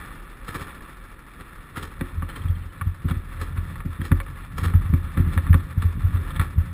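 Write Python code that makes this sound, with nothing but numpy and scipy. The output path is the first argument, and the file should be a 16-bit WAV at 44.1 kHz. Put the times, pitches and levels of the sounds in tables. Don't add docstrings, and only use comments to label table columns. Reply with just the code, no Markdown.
import sys
import numpy as np
from scipy import signal
from scipy.fft import rfft, irfft
from scipy.io import wavfile
from scipy.ndimage import uniform_filter1d

SR = 44100
rng = np.random.default_rng(int(sys.argv[2]) if len(sys.argv) > 2 else 0)


def pcm_store(signal):
    levels = np.round(np.clip(np.atleast_2d(signal), -1, 1) * 32767)
    wavfile.write(sys.argv[1], SR, levels.astype(np.int16).T)


N = 296789
T = np.arange(N) / SR


def gain(db):
    return 10 ** (np.asarray(db) / 20)


def unit(x):
    return x / np.sqrt(np.mean(x ** 2))


def curve(table):
    return np.interp(T, *np.transpose(table))


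def add(track, s, sound):
    start = max(int(s * SR), 0)
    track[start:start + len(sound)] += sound[:N - start]


def ring(force, tones):
    t = T[:SR // 2]
    response = sum(gain(db) * np.exp(-np.pi * width * t) * np.cos(2 * np.pi * hz * t)
                   for hz, width, db in tones)
    return signal.fftconvolve(force, response)[:len(force)]


def band(x, low_hz, high_hz):
    return signal.sosfilt(signal.butter(5, [low_hz, high_hz], "band", fs=SR, output="sos"), x)


def noise(points):
    hz, db = np.transpose(points)
    bins = np.maximum(np.fft.rfftfreq(N, 1 / SR), 1)
    shape = gain(np.interp(np.log(bins), np.log(hz), db))
    return unit(irfft(rfft(rng.standard_normal(N)) * shape, N))


def wander(per_second):
    hold = int(SR / per_second)
    steps = np.repeat(rng.standard_normal(N // hold + 1), hold)
    return 1.3 * uniform_filter1d(uniform_filter1d(steps, hold), hold)[:N]


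def grains(per_second, spread_db):
    sizes = gain(spread_db * np.minimum(rng.exponential(size=N), 5))
    return (rng.random(N) < per_second / SR) * rng.choice([-1, 1], N) * sizes


# time in seconds, level in dB.
ENGINE_LEVELS = [(0, -54), (.8, -52), (1.5, -56), (6.73, -51.5)]

def engine(firing_hz=13.2):
    phase = np.cumsum(firing_hz * (1 + 0.043 * wander(5.7))) / SR % 1
    exhaust = noise([(30, 22.5), (80, -25), (320, 8.5), (700, 0), (1300, 14), (4000, -7.5)])
    puffs = np.exp(-phase / 0.28) * exhaust
    return unit(puffs) * gain(curve(ENGINE_LEVELS))


# frequency in Hz, relative level in dB.
RUMBLE_SHAPE = [(18, -15), (28, -3.5), (40, 2), (55, -8.5), (90, -14), (160, -14), (330, -19), (480, -27.5),
                (700, -34.5), (1200, -73.5)]
# time in seconds, strength in dB.
SHAKE_LEVELS = [(0, -50), (1.3, -50.5), (1.75, -36.5), (2.4, -32.5), (3.1, -34), (3.4, -30), (4.1, -30.5),
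                (4.5, -35), (4.7, -24.5), (5.0, -29), (5.25, -22), (5.7, -26), (6.1, -21), (6.73, -27)]

def chassis(hiss_db, shake_db):
    rumble = noise(RUMBLE_SHAPE) * gain(-43 + hiss_db - np.median(hiss_db))
    bumps = noise([(20, -6), (45, 15), (90, 4), (165, 0), (300, -13), (600, -35.5), (1500, -57)])
    bumps *= gain(3.8 * wander(25))
    return rumble + unit(ring(bumps, MOUNT_TONES)) * gain(shake_db - 4)


# pitch in Hz, width in Hz, level in dB.
CASE_TONES = [(538, 12.2, -18.5), (920, 185, -14), (1169, 53, -6), (1302, 194, 7.5), (1722, 181, 4),
              (1950, 200, -51), (2240, 69, -14), (2680, 32, -28), (3287, 170, -10.5), (3520, 170, -4),
              (4110, 140, -8.5)]

def case(force, tones=CASE_TONES):
    return band(ring(force, tones), 257, 3380)


def rattles(shake_db):
    flurries = gain(7 * np.minimum(wander(per_second=40), 2))
    buzz = case(grains(per_second=600, spread_db=1))
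    return unit(buzz * flurries) * gain(-39 + 0.49 * shake_db)


# time in seconds, level in dB.
HISS_LEVELS = [(0.0, -42.5), (0.37, -48), (0.58, -42.5), (1.07, -50), (2.36, -46.5), (2.85, -51.5),
               (3.37, -46.5), (4.59, -49), (4.76, -44), (5.0, -47.5), (5.34, -43.5), (5.77, -50.5),
               (6.26, -42.5), (6.73, -50.5)]
# pitch in Hz, width in Hz, level in dB.
GRIT_TONES = [(3300, 98, -9), (4080, 130, -6.5), (5250, 940, 7)]

def tyres(hiss_db):
    hiss = unit(case(grains(per_second=2200, spread_db=1)))
    crystals = ring(grains(per_second=500, spread_db=3), GRIT_TONES)
    sizzle = unit(band(crystals, 3000, 6500))
    return (hiss + gain(-23) * sizzle) * gain(hiss_db - 0.04 + 1.4 * wander(35))


# pitch in Hz, width in Hz, level in dB.
GEAR_TONES = [(3174, 64, -4.5), (4184, 73, -7)]

def gear_ticks(start_s=2.297, first_turn_s=0.059, turn_growth=1.05, fade_db=2.2, count=10):
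    out, t, s = np.zeros(N), T[:SR // 10], start_s
    for turn, chance in enumerate(rng.standard_normal((count, len(t)))):
        detuned = [(hz * (1 + 0.04 * off), width, db)
                   for (hz, width, db), off in zip(GEAR_TONES, chance[-2::-1])]
        rub = ring(chance * np.exp(-t / 0.0049), detuned)
        tick_db = -34 - fade_db * turn + 2 * chance[-1]
        add(out, s, rub * gain(tick_db) / np.abs(rub).max())
        s += first_turn_s * turn_growth ** turn
    return band(out, 2860, 4130)


# start in seconds, level in dB, grit in dB relative to that.
CRUST_PATCHES = [(0.481, -26.5, -26), (0.549, -24, -24), (0.607, -27, -24), (1.401, -33, -32),
                 (1.767, -24.5, -27), (1.827, -29, -18), (2.288, -32, -32), (2.361, -28.5, -27),
                 (3.087, -29, -31), (3.412, -27, -23), (3.572, -30, -46), (4.045, -27.5, -21),
                 (4.583, -24.5, -21), (4.641, -21.5, -24.5), (5.173, -29, -47), (5.333, -31.5, -25),
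                 (5.821, -28, -32), (6.157, -30, -42), (6.409, -23, -36)]
# pitch in Hz, width in Hz, level in dB.
GROAN_TONES = [(320, 75, -0.5), (396, 104, -2.5)]

def crunches(rise_s=0.0088, fade_s=0.025, groan_fade_s=0.048):
    body_level, grit_level, groan_level = np.zeros((3, N))
    for s, db, grit_db in CRUST_PATCHES:
        age = T - s - 0.003
        shower = gain(db) * np.exp(np.minimum(age / rise_s, -age / fade_s))
        body_level += shower
        grit_level += shower * gain(grit_db)
        groan_level += gain(db) * np.exp(np.minimum(age / rise_s, -age / groan_fade_s))
    snaps = grains(per_second=2000, spread_db=2.5) * gain(2 * wander(250))
    body = body_level * unit(case(snaps))
    grit = grit_level * unit(band(ring(snaps, GRIT_TONES), 2200, 8000))
    groan = groan_level * unit(band(ring(snaps, GROAN_TONES), 240, 503))
    return gain(-8) * body + gain(0.5) * grit + gain(-18) * groan


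# start in seconds, peak level in dB, brightness in dB.
CASE_KNOCKS = [(1.828, -29, -6), (2.01, -20.5, -14.5), (2.223, -23.5, -27), (2.812, -20, -30),
               (3.11, -22.5, -16), (3.757, -29.5, -17), (3.804, -27, -30), (4.015, -25.5, -8.5),
               (4.117, -14, -22), (4.202, -18, -20), (4.264, -31, -33), (4.7, -32, -18), (4.738, -24, -21),
               (4.938, -22, -14), (5.174, -21.5, -18), (5.377, -14, -19), (5.53, -19, -24),
               (5.543, -13, -18.5), (6.306, -27, -9), (6.361, -25.5, -5), (6.396, -15, -13.5)]

def clacks(chatter=0.11, chatter_s=0.0072, spot_db=3):
    out, t = np.zeros(N), T[:SR // 5]
    soft_contact = signal.butter(1, 2400, fs=SR, output="sos")
    usual_bright_db = np.median(np.array(CASE_KNOCKS)[:, 2])
    for (s, db, bright_db), chance in zip(CASE_KNOCKS, rng.standard_normal((len(CASE_KNOCKS), len(t)))):
        knock = (t == 0) + chatter * chance * np.exp(-t / chatter_s)
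        force = signal.sosfilt(soft_contact, knock)
        tilt_db = 0.94 * (bright_db - usual_bright_db)
        tones = [(hz, width, tone_db + spot_db * spot + tilt_db * max(np.log2(hz / 1300), 0))
                 for (hz, width, tone_db), spot in zip(CASE_TONES, chance[::-1])]
        clack = case(force, tones) + gain(-1.5) * ring(force, MOUNT_TONES[-1:])
        add(out, s, clack * gain(db) / np.abs(clack).max())
    return out


# pitch in Hz, width in Hz, level in dB.
MOUNT_TONES = [(40.6, 6.2, -8), (84.86, 10.7, 2.5), (118, 39, 5.5), (158.6, 36, 5), (234.2, 18.6, -3.5),
               (271.5, 14.7, -2), (345.4, 8.2, -10), (534, 16, -15.5)]
# frequency in Hz, boost in dB.
BLOW_REACH = [(84, 4), (165, 11), (280, 5)]
# time in seconds, strength in dB, softness in dB lost per octave.
MOUNT_BLOWS = [(2.009, -29.5, -1), (2.174, -22, 32), (2.222, -27.5, 6), (2.446, -17.5, 17),
               (2.492, -16, 21), (2.809, -25.5, 13), (2.861, -15, 16.5), (3.046, -17.5, 8),
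               (3.106, -19.5, 6), (3.159, -20, 14), (3.575, -18.5, 18.5), (3.852, -24, 5.5),
               (3.99, -23.5, 7.5), (4.01, -29.5, 3), (4.113, -10.5, 7), (4.619, -19, 12.5),
               (4.664, -21, 17), (4.742, -7, 18), (4.847, -19, 17), (4.891, -16, 15), (4.93, -11, 8),
               (5.17, -17.5, 6.5), (5.193, -13.5, 7), (5.365, -14, 12.5), (5.497, -5, 16.5),
               (5.542, -15.5, 6.5), (5.769, -12.5, 16), (5.846, -11.5, 23), (6.04, -11.5, 27),
               (6.14, -13.5, 27), (6.39, -13, 16), (6.573, -10.5, 23)]

def jolts(boom_hz=83.7):
    out, t = np.zeros(N), T[:SR // 2]
    blows = MOUNT_BLOWS + [(s, db - 10, 3) for s, db, _ in CRUST_PATCHES]
    detunes = 1 + 0.02 * rng.standard_normal((len(blows), len(MOUNT_TONES)))
    for (s, strength_db, softness_db), detune in zip(blows, detunes):
        for k, (hz, width, db) in enumerate(MOUNT_TONES):
            loss_db = softness_db * max(np.log2(hz / boom_hz), 0)
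            push_db = strength_db - loss_db + np.interp(hz, *np.transpose(BLOW_REACH))
            cycles = hz * detune[k] * t
            swell = 1 - np.exp(-(cycles / 0.79) ** 2)
            swing = swell * np.exp(-np.pi * width * t) * np.sin(2 * np.pi * cycles)
            add(out, s - 0.5 / hz, (-1) ** k * gain(push_db + db) * swing)
    return signal.sosfilt(signal.butter(2, 28, "high", fs=SR, output="sos"), out)


def scene():
    hiss_db, shake_db = curve(HISS_LEVELS), curve(SHAKE_LEVELS)
    knocks = jolts() + clacks() + crunches() + gear_ticks()
    rolling = tyres(hiss_db) + chassis(hiss_db, shake_db) + engine() + rattles(shake_db)
    return (knocks + rolling)[None]


def record(dry):
    dull = signal.sosfiltfilt(signal.butter(10, 5800, fs=SR, output="sos"), dry)
    coarse = signal.resample_poly(dull, 12000, SR, axis=1)
    held = np.repeat(coarse, 4, axis=1)
    gritty = signal.resample_poly(held, SR, 48000, axis=1)[:, :N]
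    top_cut = signal.ellip(8, 0.2, 70, 15300, fs=SR, output="sos")
    return signal.sosfilt(top_cut, gritty)


dry = scene()
out = record(dry)
pcm_store(out)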